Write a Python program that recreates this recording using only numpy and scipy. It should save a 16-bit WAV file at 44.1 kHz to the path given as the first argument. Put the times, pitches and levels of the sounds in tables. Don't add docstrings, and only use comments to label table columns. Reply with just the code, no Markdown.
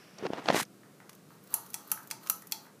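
import sys
import numpy as np
from scipy import signal
from scipy.fft import rfft, irfft
from scipy.io import wavfile

SR = 44100
rng = np.random.default_rng(int(sys.argv[2]) if len(sys.argv) > 2 else 0)


def unload_wav(signal):
    wavfile.write(
        sys.argv[1],
        SR,
        np.round(np.clip(np.atleast_2d(signal).T, -1, 1) * 32767).astype(np.int16),
    )


N = 123479
T = np.arange(N) / SR
TICK_RISE_S = 0.00046


def amp(db):
    return 10 ** (np.asarray(db) / 20)


def unit(x):
    return x / np.sqrt(np.mean(x ** 2) + 1e-20)


def read(points, hz):
    f, value = np.transpose(points)
    return np.interp(np.log(hz + 1), np.log(f + 1), value)


def level(points):
    s, db = np.transpose(points)
    return amp(np.interp(T, s, db)) * (T >= s[0]) * (T <= s[-1])


def add(mix, start_s, sound):
    part = mix[max(round(start_s * SR), 0):][:len(sound)]
    part += sound[:len(part)]


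def colour(x, spectrum, tilt_db_oct=0, peaks=(), bands=((1, 0),), size=2048):
    hz = abs(np.fft.fftfreq(size, 1 / SR))
    db = read(spectrum, hz) + read(bands, hz) + tilt_db_oct * np.log2(np.maximum(hz, 1000) / 1000)
    for centre_hz, width_hz, boost_db in peaks:
        db = db + boost_db / (1 + (2 * (hz - centre_hz) / width_hz) ** 2)
    log_gain = np.log(amp(np.maximum(db, db.max() - 80)))
    fir = np.fft.ifft(np.exp(np.conj(signal.hilbert(log_gain)))).real[:size // 2]
    return signal.fftconvolve(x, fir / np.linalg.norm(fir))[:len(x)]


def decay(t, t60_s):
    return np.exp(-np.log(1000) * t / np.maximum(t60_s, 1e-4))


def burst(rise_s, t60_s, count=6000):
    t = T[:count]
    envelope = np.minimum(t / rise_s, 1) * decay(t, t60_s)
    x = rng.standard_normal(count) * envelope
    for _ in range(4):
        whitened = irfft(np.exp(1j * np.angle(rfft(x))), count)
        x = envelope * np.sign(whitened)
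    return x


def friction(slips_per_s, spread_db, hiss):
    slips = (rng.random(N) < slips_per_s / SR) * rng.choice([-1., 1.], N)
    slips *= amp(spread_db * np.minimum(rng.exponential(1, N), 3))
    return unit(unit(slips) + hiss * rng.standard_normal(N))


def taps(hits, spectrum, t60_s):
    out = np.zeros(N)
    for s, db in hits:
        add(out, s, amp(db) * colour(burst(TICK_RISE_S, t60_s), spectrum))
    return out


def room_tone(level_db=-57.5):
    air_spectrum = [(15, -76), (25, -40), (86, -27), (110, -3.5), (198, 3.5), (227, -4), (267, -2),
                    (368, -3.5), (631, -10), (741, -12.5), (848, -19), (1170, -14.5), (1850, -20),
                    (3170, -24), (9050, -25), (13200, -27), (15500, -31.5)]
    gain = amp(read(air_spectrum, np.fft.rfftfreq(N, 1 / SR)))
    return amp(level_db) * unit(irfft(rfft(rng.standard_normal(N)) * gain, N))


def rustle():
    rustle_curve = [(0, -60), (.16, -62), (.3, -64), (.45, -84)]  # (time [s], level [dB])
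    rustle_spectrum = [(200, -7), (700, -4), (1400, 1.5), (2600, -0.5), (4000, -8.5), (5600, -0.5),
                       (7000, -23), (15000, -39)]
    return level(rustle_curve) * colour(rng.standard_normal(N), rustle_spectrum)


def drag():
    drag_curve = [(.16, -75), (.19, -46.5), (.22, -48.5), (.262, -36.5), (.285, -57), (.32, -47.5),
                  (.338, -41), (.36, -45), (.39, -39), (.41, -45.5), (.445, -50.5), (.475, -38.5),
                  (.505, -26.5), (.52, -39), (.56, -35.5), (.60, -47), (.625, -64), (.645, -70)]
    drag_spectrum = [(60, -24), (150, 4), (300, 6), (800, 4), (1700, -2.5), (3500, -12), (5500, -17.5),
                     (10000, -35), (15000, -47)]
    return level(drag_curve) * colour(friction(slips_per_s=830, spread_db=0.5, hiss=0.82), drag_spectrum)


def scuffs():
    contacts = [(.1842, -43), (.6512, -52)]  # (time [s], level [dB])
    scuff_spectrum = [(2500, -23), (4300, -3), (5800, 2), (7200, -13), (15000, -37)]  # (frequency [Hz], gain [dB])
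    return taps(contacts, scuff_spectrum, t60_s=0.024)


def bumps(pitch_sag=0.425, rise_s=0.00042):
    # (time [s], level [dB], start pitch [Hz], t60 [s], relative tick level [dB])
    finger_hits = [(.226, -27.5, 370, 0.0079, -14), (0.2353, -30, 416, 0.15, -19),
                   (0.2517, -26, 546, 0.066, -28), (.2630, -36, 600, 0.045, -7),
                   (.2662, -30, 1040, 0.0027, 5.5), (0.3033, -20, 374, 0.0094, -36),
                   (.3335, -21.5, 513, 0.0033, -3), (.4585, -26.5, 785, 0.0036, -0.5),
                   (.4845, -18.5, 910, 0.021, 0.5), (0.4863, -16.5, 470, 0.0096, 6.5),
                   (.499, -14, 349, 0.013, -13), (0.5021, -11.5, 778, 0.011, -6),
                   (0.5252, -26.5, 274, 0.049, 2), (0.5454, -13.5, 470, 0.0061, -5),
                   (0.563, -20, 457, 0.0087, -4), (0.578, -26, 407, 0.0062, -5),
                   (0.599, -24, 1190, 0.014, -10), (.617, -29, 215, 0.017, -24)]
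    tick_spectrum = [(150, -8), (800, 12.5), (2200, 4), (4000, 1.5), (6200, -9.5), (8000, -26),
                     (15000, -46)]
    out, t = np.zeros(N), T[:6000]
    for s, db, hz, t60_s, tick_db in finger_hits:
        fade = decay(t, t60_s)
        cycles = np.cumsum(hz * (1 - pitch_sag * (1 - fade) ** 2)) / SR
        envelope = (1 - np.exp(-t / rise_s)) ** 2 * fade
        thud = envelope / envelope.max() * np.sin(2 * np.pi * cycles)
        tick = colour(burst(TICK_RISE_S, t60_s=0.0089), tick_spectrum)
        add(out, s, amp(db) * (thud + amp(tick_db) * tick))
    return out


def brush(split_hz=7300, brighten_db_per_s=121, neutral_s=0.62):
    brush_curve = [(.44, -51.5), (.48, -48.5), (.525, -44.5), (.537, -35), (.553, -36), (.560, -26.5),
                   (.575, -32), (.60, -29), (.614, -32), (.619, -44), (.629, -34), (.638, -54), (.66, -90)]
    brush_spectrum = [(120, -22), (200, -9.5), (715, -13.5), (1030, -8), (1350, -8.5), (1880, -3.5),
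                      (2650, -12), (8500, -14), (11400, -14.5), (15500, -23)]
    rub = level(brush_curve) * colour(friction(slips_per_s=1800, spread_db=3.5, hiss=0.7), brush_spectrum)
    treble = signal.sosfiltfilt(signal.butter(2, split_hz, "high", fs=SR, output="sos"), rub)
    treble_db = np.clip(brighten_db_per_s * (T - neutral_s), -12, 4)
    return rub + treble * (amp(treble_db) - 1)


def knocks():
    contacts = [(.833, -51), (1.0015, -45), (1.305, -51.5), (1.9745, -41.5), (2.4222, -48), (2.626, -60),
                (2.653, -50.5), (2.667, -52)]
    knock_spectrum = [(60, -45), (300, -40), (800, -2.5), (1300, 3), (1900, 1.5), (3000, -16.5),
                      (8000, -24)]
    return taps(contacts, knock_spectrum, t60_s=0.022)


def room(x, build_s=0.009):
    decay_times = [(200, 0.7), (1000, 0.34), (4000, 0.34), (8000, .3), (15000, 0.3)]  # (frequency [Hz], t60 [s])
    tail_spectrum = [(200, -14), (900, 7.5), (2500, -2), (6000, 1.5), (15000, -4)]  # (frequency [Hz], gain [dB])
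    t = T[:SR // 2]
    hz, s, noise = signal.stft(rng.standard_normal(len(t)), SR, nperseg=256)
    fade = decay(s, read(decay_times, hz)[:, None])
    tail = signal.istft(noise * fade, SR, nperseg=256)[1][:len(t)]
    tail = colour(tail * np.minimum(t / build_s, 1) ** 2, tail_spectrum)
    return signal.fftconvolve(x, tail / np.linalg.norm(tail))[:N]


def chain():
    bead_ticks = [(1.0937, -42, -9), (1.130, -50, -7), (1.150, -50, -3), (1.438, -49, 4),
                  (1.473, -50.5, -4), (1.505, -48, 2), (1.533, -42, -23), (1.6628, -46.5, -3),
                  (1.6895, -52, -2), (1.7018, -41, 2), (1.733, -41, -2), (1.8756, -40, 9),
                  (1.9025, -48, -4), (2.031, -46, -1), (2.073, -42.5, -0.5), (2.1027, -40, -5.5),
                  (2.232, -51, -6), (2.2631, -44.5, -11), (2.2711, -36, -7.5), (2.288, -40.5, 0),
                  (2.421, -43, -1.5), (2.4704, -40, 0.5), (2.495, -55, 5), (2.513, -41, -2)]
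    bead_spectrum = [(400, -48), (1300, -30), (3000, -21.5), (4300, -21.5), (6000, -11.5), (8000, -14.5),
                     (10000, -14.5), (13500, -5), (15500, -8)]
    bead_resonance = [(9860, 210, 14)]  # (frequency [Hz], width [Hz], boost [dB])
    slide_curve = [(1.25, -79), (1.32, -61), (1.41, -73), (1.49, -60.5), (1.535, -46), (1.62, -55),
                   (1.73, -60), (1.79, -55.5), (1.84, -58.5), (1.91, -52), (2.05, -63.5), (2.18, -76),
                   (2.24, -51.5), (2.45, -68), (2.66, -60), (2.72, -87)]
    slide_spectrum = [(400, -18.5), (1100, 4.5), (2500, -13.5), (6000, -14.5), (9000, -16), (12000, -9.5),
                      (13800, -10), (15500, -8.5)]
    slips = friction(slips_per_s=1200, spread_db=1.5, hiss=0.49)
    rattle = signal.fftconvolve(slips, burst(TICK_RISE_S, t60_s=0.011))[:N]
    out = level(slide_curve) * colour(unit(rattle), slide_spectrum)
    for s, db, tilt_db_oct in bead_ticks:
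        tick = colour(burst(TICK_RISE_S, t60_s=0.03), bead_spectrum, tilt_db_oct, bead_resonance)
        add(out, s, amp(db) * tick)
    return out


def ring(modes, rise_s=0.0063, detune_hz=24.6, count=24000):
    t, out = T[:count], np.zeros(count)
    for hz, db, t60_s in modes + modes:
        detuned_hz = hz + detune_hz * rng.uniform(-1, 1)
        out += amp(db) * decay(t, t60_s) * np.sin(2 * np.pi * (detuned_hz * t + rng.random()))
    return (1 - np.exp(-t / rise_s)) * out / np.sqrt(2)


def switch(case_spread=0.0061):
    # (time [s], level [dB], housing gain [dB], fitting gain [dB], low, middle, top band [dB])
    pulls = [(1.5408, -16.5, 1, -20, -8, -4.5, -2.9), (1.9164, -16.5, -4.6, -35, 2, -1, -0.4),
             (2.2985, -14, -0.12, -17, -2, 1.5, 3.5)]
    releases = [(1.7422, -25.5, -6, -24, -4.5, -10.5, -5), (2.1111, -25.5, -1.5, -23, 4, -2.5, -3),
                (2.5212, -20.5, -3, 1, -4, 1.5, 2.5)]
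    # (frequency [Hz], gain [dB])
    pull_spectrum = [(240, -64), (400, -15.5), (873, -19.5), (1260, -5), (1610, -11), (2360, -13.5),
                     (2710, -8), (3850, -20.5), (4220, -15), (5480, -13.5), (6000, -9), (8530, -8.5),
                     (11200, 3), (14100, -1.5), (15500, -5.5)]
    release_spectrum = [(240, -63), (400, -40), (1280, -15), (2320, -2.5), (2630, 0), (3060, -16.5),
                        (3300, 0), (3740, -10), (4160, -2), (5000, -2.5), (5480, -4), (5910, -5.5),
                        (8670, -6), (14400, -2), (15500, -9.5)]
    band_hz = [1400, 4300, 14500]  # low, middle, top band [Hz]
    steady_hz = [7500, 11000]
    case_resonances = [(1303, 67, 10), (4185, 210, 7.5), (5960, 530, 9), (7100, 400, 3), (8900, 400, 0.5),
                       (9700, 200, 2.5), (12030, 1340, 5), (12300, 790, -8.5), (14400, 530, -2)]
    # (frequency [Hz], level [dB], t60 [s])
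    housing_modes = [(676, -49.5, 0.14), (799, -41.5, 0.033), (835, -31.5, 0.041), (883, -42, 0.13),
                     (966, -44.5, 0.095), (1100, -64, 0.084), (1213, -52, 0.12), (1294, -49, .15),
                     (1437, -58, 0.23)]
    fitting_modes = [(4080, -55, 0.4), (4415, -22.5, 0.024), (4240, -59, 0.11), (4100, -53, 0.14),
                     (4350, -35, .03), (4880, -47, 0.039)]
    out = np.zeros(N)
    for snaps, spectrum in (pulls, pull_spectrum), (releases, release_spectrum):
        for s, db, housing_db, fitting_db, *band_db in snaps:
            bands = sorted(list(zip(band_hz, band_db)) + [(hz, 0) for hz in steady_hz])
            peaks = [(hz * (1 + case_spread * rng.uniform(-1, 1)), width_hz, boost_db)
                     for hz, width_hz, boost_db in case_resonances]
            crack = amp(5) * burst(rise_s=0.0002, t60_s=0.0021)
            body = burst(rise_s=0.00042, t60_s=0.023)
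            tail = amp(-15.5) * burst(rise_s=0.00042, t60_s=0.1)
            add(out, s, amp(db) * colour(crack + body + tail, spectrum, peaks=peaks, bands=bands))
            add(out, s, amp(housing_db) * ring(housing_modes) + amp(fitting_db) * ring(fitting_modes))
    return out


def scene(low_cut_hz=134):
    fan = switch() + chain()
    hand = knocks()
    handling = bumps() + drag() + brush() + rustle() + scuffs()
    handling = signal.sosfilt(signal.butter(2, low_cut_hz, "high", fs=SR, output="sos"), handling)
    reflections = room(amp(-11.5) * fan + amp(-3) * hand)
    return (fan + hand + reflections + handling + room_tone())[None]


def record(dry):
    low_pass = signal.firwin(401, 15350, window=("kaiser", 8), fs=SR)
    return signal.oaconvolve(dry, low_pass[None], "same")


dry = scene()
out = record(dry)
unload_wav(out)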